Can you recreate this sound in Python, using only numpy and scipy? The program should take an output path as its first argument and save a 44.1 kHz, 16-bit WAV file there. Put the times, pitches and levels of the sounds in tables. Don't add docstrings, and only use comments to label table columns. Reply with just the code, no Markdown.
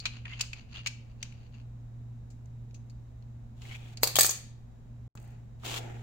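import sys
import numpy as np
from scipy import signal
from scipy.fft import rfft, irfft
from scipy.io import wavfile
from scipy.ndimage import uniform_filter1d

SR = 44100
rng = np.random.default_rng(int(sys.argv[2]) if len(sys.argv) > 2 else 0)


def pcm_store(signal):
    levels = np.round(np.clip(np.atleast_2d(signal), -1, 1) * 32767)
    wavfile.write(sys.argv[1], SR, levels.astype(np.int16).T)


N = 265526
TIME = np.arange(N) / SR
AGE = TIME[:SR // 2]


def breaker():
    # (start [s], length [s], level [dB])
    turns = [(.03, 0.051, -54.5), (.14, 0.029, -53), (.28, 0.064, -55.5), (.385, 0.058, -50),
             (.56, 0.04, -55), (.73, 0.064, -51), (.85, 0.056, -57), (1.095, .02, -72),
             (1.22, 0.037, -57.5), (1.31, 0.16, -68.5), (1.545, 0.052, -62.5), (3.66, 0.084, -60.5),
             (3.8, 0.27, -74), (5.19, 0.167, -74)]
    # (frequency [Hz], level [dB])
    thread = [(200, -29), (700, -9), (1800, -7), (2100, -6.5), (2750, 2.5), (3300, -9), (3800, -9.5),
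              (4500, -3), (5400, -19.5), (6700, -9.5), (8300, -36), (16000, -44)]
    # (start [s], length [s], first pitch [Hz], last pitch [Hz], level [dB])
    squeaks = [(0.257, 0.0084, 1940, 1860, -45.5), (0.28, 0.046, 2710, 2730, -51.5),
               (0.3, .043, 2030, 2140, -50.5), (.355, .04, 2840, 2500, -56), (.745, .065, 2796, 2820, -49)]
    # (start [s], length [s], first resonance [Hz], last resonance [Hz], level [dB])
    rasps = [(3.701, .058, 2100, 2400, -52), (3.703, .05, 2900, 3400, -54.5), (3.792, .15, 2500, 2300, -67),
             (3.785, .1, 3330, 3300, -66)]
    # (time [s], level
    # [dB], brightness [dB per octave], t60 [s], # ringing pitch [Hz], ring against burst [dB])
    clicks = [(.001, -40, 4.5, 0.044, 4470, 5.5), (0.0548, -26.5, -4.5, 0.071, 4140, -3),
              (.0647, -33.5, 0, .029, 3060, 16), (0.2547, -39, -4, 0.026, 2560, 15),
              (0.2802, -47, -13, .017, 2550, 7), (0.3325, -42.5, -11.5, 0.058, 2970, 6),
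              (0.3961, -39, -3.5, 0.045, 3280, -10), (0.4065, -33.5, -9.5, 0.028, 2530, -1),
              (0.4098, -23.5, 3.5, 0.041, 4930, -10), (.5318, -35, -2.5, 0.033, 2420, 0),
              (0.759, -43, -8, .01, 3200, 10), (0.7698, -43.5, -7, 0.016, 3360, 8),
              (0.8618, -29, -4.5, 0.062, 2560, -1.5), (0.8712, -28, 1, 0.038, 2600, -37),
              (1.2282, -32.5, 0, 0.026, 6130, -6.5), (1.3234, -56.5, 9, 0.025, 2570, 7.5),
              (2.303, -62.5, 8.5, 0.13, 7360, -9), (2.458, -65, 8.5, 0.019, 6880, -9),
              (2.71, -65, -1, .016, 3870, -10), (2.744, -55, 2.5, 0.089, 6300, -3),
              (2.898, -60, 6.5, 0.059, 4530, -5), (3.224, -67, -2, .03, 4220, -2),
              (3.619, -51.5, -3, 0.043, 2470, -7), (3.652, -51, -1.5, 0.042, 2240, 18),
              (3.712, -45, -8, 0.044, 2200, 8), (3.751, -44.5, 22, 0.031, 2420, 12),
              (3.972, -41, 2, 0.044, 4560, 2), (5.174, -51.5, -4, .036, 1320, -3),
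              (5.635, -45.5, -12.5, .014, 1100, 13)]
    # (frequency [Hz], level [dB])
    tool_colour = [(150, -34), (600, -22.5), (1300, -10.5), (1900, -7.5), (2500, 6), (3400, -2.5),
                   (4600, 1.5), (5700, -4), (6800, 1.5), (8000, -10.5), (9800, -21), (12500, -26.5),
                   (16000, -22.5)]

    rubbing = friction(thread, per_s=750, spread_db=-2.0, grain_t60=0.011)
    out = rubbing * strokes(turns, rise_s=0.12, swell_db=1.5, fall_t60=0.12)
    for row in squeaks:
        add(out, *squeak(row, width_hz=58, slips_per_s=1700, buzz=0.875, edge_s=0.0086))
    for row in rasps:
        add(out, *squeak(row, width_hz=350, slips_per_s=400, buzz=0.5, edge_s=0.015))
    for s, db, tilt_db, t60, hz, ring_db in clicks:
        click = burst(tool_colour, t60, alike=0, snap=1.6, tilt_db=tilt_db, ripple_db=0.2)
        click += amp(ring_db) * contact(hz, t60, width_hz=600)
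        add(out, s, amp(db) * struck(click))
    return out * pan(2.6)


def chain():
    # (start [s], length [s], level [dB])
    swings = [(4.033, 0.014, -37.5), (4.19, 0.077, -26), (4.295, .015, -36), (5.2, .12, -70.5)]
    # (frequency [Hz], level [dB])
    roller_colour = [(150, -26), (700, -15), (1500, -13), (2300, -6), (3100, -13), (4500, 0), (5600, -5),
                     (6700, 4.5), (8300, 1), (9800, -1.5), (11300, -10.5), (13000, 0), (15500, -1),
                     (16500, -5)]
    # (frequency [Hz], level [dB], t60 [s])
    link_modes = [(515, -16, .25), (745, -12, .25), (1120, -12, .2), (1778, -11, .25), (2336, -15, .3),
                  (3334, -9, .16), (4360, -9.5, .22), (4560, -10, .24), (4912, -8, .2), (5642, -12, .25),
                  (6190, -9, .22), (6565, 0, .2), (6605, -4, .24), (6690, -6, .24), (7330, -10, .22),
                  (7827, -9, .22), (7950, -4, .2), (8292, -6, .22), (8407, -6, .22), (12768, -7, .16),
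                  (12915, -6, .17), (14420, -11, .15), (14620, -9, .13), (14875, -6, .13), (15630, -7, .13)]
    # (time [s], clash [dB], knock [dB], contact ring [dB],
    # contact ring pitch [Hz], link ring [dB], left-right difference [dB])
    clinks = [(4.0324, -18, -21.5, -23, 4620, -39, 2.5), (4.039, -23, -34.5, -28, 4740, -40.5, 0.5),
              (4.0733, -26.5, -41.5, -33.5, 4420, -45, -3), (4.1564, -22.5, -39, -25.5, 3050, -38, 4.5),
              (4.1651, -21.5, -33, -25.5, 3430, -31.5, 1), (4.1869, -17, -20, -25.5, 1720, -27, 0.5),
              (4.192, -19, -35, -27, 4866, -29.5, -1), (4.2089, -14, -41, -19.5, 8070, -25.5, -1),
              (4.2318, -21.5, -44.5, -30.5, 4300, -33.5, 3.5), (4.2461, -23.5, -28.5, -36, 4300, -40.5, 1),
              (4.2609, -32, -46.5, -28, 7540, -35, -5.5), (4.2926, -40, -37, -25, 6550, -41.5, 5),
              (4.3085, -30, -49, -31, 6680, -43, -1), (5.153, -61, -51.5, -69, 7300, -66, 1)]
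    # (frequency [Hz], level [dB])
    clash_colour = [(150, -29), (600, -16), (1500, -13), (2400, -0.5), (3100, -5.5), (4500, 2),
                    (5700, -4.5), (6700, 3), (8400, -1.5), (9800, -4), (11300, -11.5), (13000, 1.5),
                    (14000, -6.5), (15300, 0.5), (16500, -10)]
    # (frequency [Hz], level [dB])
    knock_colour = [(100, -20.5), (220, -8), (350, -3), (550, 1), (800, 1.5), (1200, -2), (1800, -9),
                    (3500, -39)]
    # (frequency [Hz], level [dB], t60 [s])
    bar_modes = [(1990, 0, .6), (2336, -5, 0.43), (2410, -4, .55), (3250, -10, .6), (3450, -2, 0.76),
                 (3790, -2, .85), (4572, -2, .33)]

    rollers = friction(roller_colour, per_s=180, spread_db=2.0, grain_t60=0.014)
    jingle = signal.fftconvolve(rollers, ring(link_modes, detune=0.00071), axes=1)[:, :N]
    out = amp(-1.0) * rollers + amp(-7) * unit(jingle)
    out *= strokes(swings, rise_s=0.038, swell_db=-5, fall_t60=0.054)
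    for s, clash_db, knock_db, contact_db, hz, ring_db, side_db in clinks:
        clash = amp(clash_db) * burst(clash_colour, t60=0.031, alike=0.15, snap=2.5, ripple_db=2.5)
        clash += amp(contact_db) * contact(hz, t60=0.044, width_hz=800)
        clash += amp(ring_db) * ring(link_modes, detune=0.0011)
        knock = burst(knock_colour, t60=0.012, alike=0, snap=5)
        knock += amp(-30.5) * ring(bar_modes, detune=0.0003)
        add(out, s, amp(knock_db) * knock * pan(1.5) + clash * pan(side_db))
    return out


def hand():
    # (start [s], length [s], level [dB])
    drags = [(3.57, 0.044, -71), (3.62, 0.15, -56.5), (3.78, 0.16, -62.5), (5.6, 0.037, -66.5),
             (5.65, 0.14, -38.5), (5.82, 0.22, -66.5)]
    # (frequency [Hz], level [dB])
    grit = [(120, -22), (240, -4.5), (340, -1.5), (520, -5.5), (700, -5.5), (1250, -5), (1900, -10),
            (2800, -1), (3800, -3), (5000, -11), (7400, -8), (8600, -17), (11500, -20.5), (15500, -18)]
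    # (start [s], length [s], level [dB])
    reaches = [(3.62, 0.44, -62.5), (5.17, 0.19, -64.5), (5.64, 0.29, -48.5), (5.98, 0.035, -66.5)]
    # (frequency [Hz], level [dB])
    cloth = [(120, -12.5), (250, -2), (350, 6), (580, -4), (760, 3.5), (885, 1), (1050, -18), (1340, -8),
             (1650, -8), (2400, -9.5), (4500, -30), (7300, -20), (9000, -38.5), (16000, -36)]

    drag = friction(grit, per_s=2000, spread_db=-2.5, grain_t60=0.0092)
    drag *= strokes(drags, rise_s=0.042, swell_db=4, fall_t60=0.025)
    sleeve = friction(cloth, per_s=360, spread_db=0.5, grain_t60=0.057)
    sleeve *= strokes(reaches, rise_s=0.06, swell_db=-0.5, fall_t60=0.5)
    return drag * pan(1.6) + sleeve * pan(1.1)


def friction(points, per_s, spread_db, grain_t60):
    sizes = amp(spread_db * np.minimum(rng.exponential(1, N), 3))
    slips = (rng.random(N) < per_s / SR) * sizes
    power = signal.lfilter([1], [1, -amp(-120 / (grain_t60 * SR))], slips ** 2)
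    return unit(colour(np.sqrt(power) * pair(N, 0.022), points))


def strokes(rows, rise_s, swell_db, fall_t60):
    return sum(stroke(*row, rise_s, swell_db, fall_t60) for row in rows)


def stroke(start, length, db, rise_s, swell_db, fall_t60):
    since_start = TIME - start
    since_end = TIME - start - length
    attack = 60 * np.minimum(since_start, 0) / rise_s
    hold = swell_db * (np.clip(since_start / length, 0, 1) - 0.5)
    release = -60 * np.maximum(since_end, 0) / fall_t60
    return amp(db + np.maximum(attack + hold + release, -120))


def squeak(row, width_hz, slips_per_s, buzz, edge_s):
    start, length, first_hz, last_hz, db = row
    t = np.arange(-edge_s, length + edge_s, 1 / SR)
    pitch = np.interp(t, [0, length], [first_hz, last_hz])
    slips = pair(len(t), 0) * (rng.random(len(t)) < slips_per_s / SR)
    tone = unit(resonate(slips, pitch, width_hz))
    tone += buzz * unit(resonate(slips, pitch, width_hz=1200))
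    fade = np.interp(t, [-edge_s, 0, length, length + edge_s], [0, 1, 1, 0])
    return start - edge_s, amp(db) * unit(tone) * fade


def burst(points, t60, alike, snap, tilt_db=0, ripple_db=0):
    crowd = pair(len(AGE), alike) * amp(-60 * AGE / t60)
    crowd[:, 0] += snap
    return struck(colour(crowd, points, tilt_db, ripple_db))


def contact(hz, t60, width_hz):
    crowd = pair(len(AGE), 0) * amp(-60 * AGE / t60)
    return struck(resonate(crowd, hz, width_hz))


def ring(modes, detune):
    out = np.zeros((2, len(AGE)))
    for hz, db, t60 in modes:
        blow_hz = hz * (1 + detune * rng.standard_normal())
        swing = 2 * np.pi * (blow_hz * AGE + rng.random((2, 1)))
        level_db = db + 2 * rng.standard_normal((2, 1))
        out += amp(level_db - 60 * AGE / t60) * np.sin(swing)
    return struck(out)


def resonate(x, hz, width_hz):
    turn = np.exp(2j * np.pi * np.cumsum(hz * np.ones(x.shape[1])) / SR)
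    r = np.exp(-np.pi * width_hz / SR)
    smooth = signal.lfilter([(1 - r) ** 2], [1, -2 * r, r * r], x / turn + 1e-18)
    return (turn * smooth).real


def colour(x, points, tilt_db=0, ripple_db=0, size=2048):
    hz = abs(np.fft.fftfreq(size, 1 / SR))
    peak_hz = np.arange(0, SR, 220)
    peaks = np.interp(hz, peak_hz, rng.standard_normal(len(peak_hz)))
    octaves = np.log2(np.clip(hz, 1000, 9000) / 1000)
    log_gain = np.log(amp(at_hz(points, hz) + ripple_db * peaks + tilt_db * octaves))
    taps = np.fft.ifft(np.exp(np.conj(signal.hilbert(log_gain)))).real
    return signal.oaconvolve(x, taps[None], axes=1)[:, :x.shape[1]]


def pair(length, alike):
    return blend(*rng.standard_normal((2, length)), np.clip(alike, -1, 1))


def blend(a, b, alike):
    return np.array([a, alike * a + np.sqrt(1 - alike ** 2) * b])


def pan(db):
    return amp([[db / 2], [-db / 2]])


def struck(x, size=176):
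    return x / np.sqrt(np.mean(x[:, :size] ** 2))


def amp(db):
    return 10 ** (np.asarray(db) / 20)


def unit(x):
    return x / np.sqrt(np.mean(x ** 2) + 1e-20)


def at_hz(points, hz):
    f, value = np.transpose(points)
    return np.interp(np.log(hz + 1), np.log(f + 1), value)


def add(mix, s, sound):
    part = mix[:, max(round(s * SR), 0):][:, :sound.shape[1]]
    part += sound[:, :part.shape[1]]


def garage(x, first_s=0.0031):
    # (frequency [Hz], t60 [s])
    room_t60 = [(150, 0.59), (700, 0.33), (2500, 0.5), (5000, 0.41), (8000, 0.34), (15000, .25)]
    signs = rng.choice([-1., 1.], (2, SR))
    taps = signs * (rng.random((2, SR)) < 4000 / SR) * (TIME[:SR] > first_s)
    hz, t, z = signal.stft(taps, SR, nperseg=256)
    decay = amp(-60 * t / at_hz(room_t60, hz)[:, None])
    tail = signal.istft(z * decay, SR, nperseg=256)[1]
    return signal.fftconvolve(x, tail / np.linalg.norm(tail[0]), axes=1)[:, :N]


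def motor_hum():
    motor_hz, mains_hz = 117.55, 120.0
    # (multiple of motor_hz, level [dB])
    orders = [(.5, -24), (1, 2), (2, -16.5), (3, -33), (4, -39)]
    # (time [s], level [dB])
    hum_level = [(0, -51), (.22, -42.5), (.67, -51.5), (.99, -45.5), (1.2, -49), (1.54, -48), (1.85, -43.5),
                 (2.22, -44.5), (2.42, -47.5), (2.63, -44), (2.88, -47), (3.5, -47), (3.95, -44.5),
                 (4.45, -49.5), (4.85, -51.5), (5.08, -44), (5.38, -49.5), (6.02, -40.5)]

    hum = np.zeros(N)
    for k, db in orders:
        hum += amp(db) * np.sin(2 * np.pi * (k * motor_hz * TIME + rng.random()))
    hum = unit(hum) * amp(np.interp(TIME, *np.transpose(hum_level)))
    mains = unit(np.sin(2 * np.pi * (mains_hz * TIME + rng.random())))
    return hum + amp(-60.5) * mains


def room_air():
    # (frequency [Hz], level [dB])
    air_colour = [(15, -8), (35, -2), (66, 0), (90, -9), (150, -9), (180, -16), (225, -11), (310, -24),
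                  (800, -29), (1100, -35), (1700, -39), (3600, -48), (3820, -41), (4100, -49), (4800, -50),
                  (7400, -47), (8400, -58), (16000, -58)]
    # (frequency [Hz], likeness [0-1])
    likeness = [(100, 0.79), (220, 0.81), (450, 0), (1000, 0), (16000, 0)]
    bins = np.fft.rfftfreq(N, 1 / SR)
    a, b = rfft(rng.standard_normal((2, N)))
    spectrum = blend(a, b, np.clip(at_hz(likeness, bins), 0, 1))
    return amp(-50.5) * unit(irfft(spectrum * amp(at_hz(air_colour, bins)), N))


def background():
    return motor_hum() * pan(-1.0) + room_air() * pan(-0.4)


def scene():
    tool, links, reach = breaker(), chain(), hand()
    sends = amp(-15.0) * tool + amp(-9) * links + amp(-14.0) * reach
    return tool + links + reach + garage(sends) + background()


def record(dry):
    # (start [s], end [s])
    pause = (5.079, 5.152)
    live = 1. * ((TIME < pause[0]) | (TIME > pause[1]))
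    live = uniform_filter1d(live, size=30)
    lowpass = signal.firwin(301, 15950, window=("kaiser", 8), fs=SR)
    return signal.oaconvolve(dry * (live + amp(-52.5)), lowpass[None], "same")


dry = scene()
out = record(dry)
pcm_store(out)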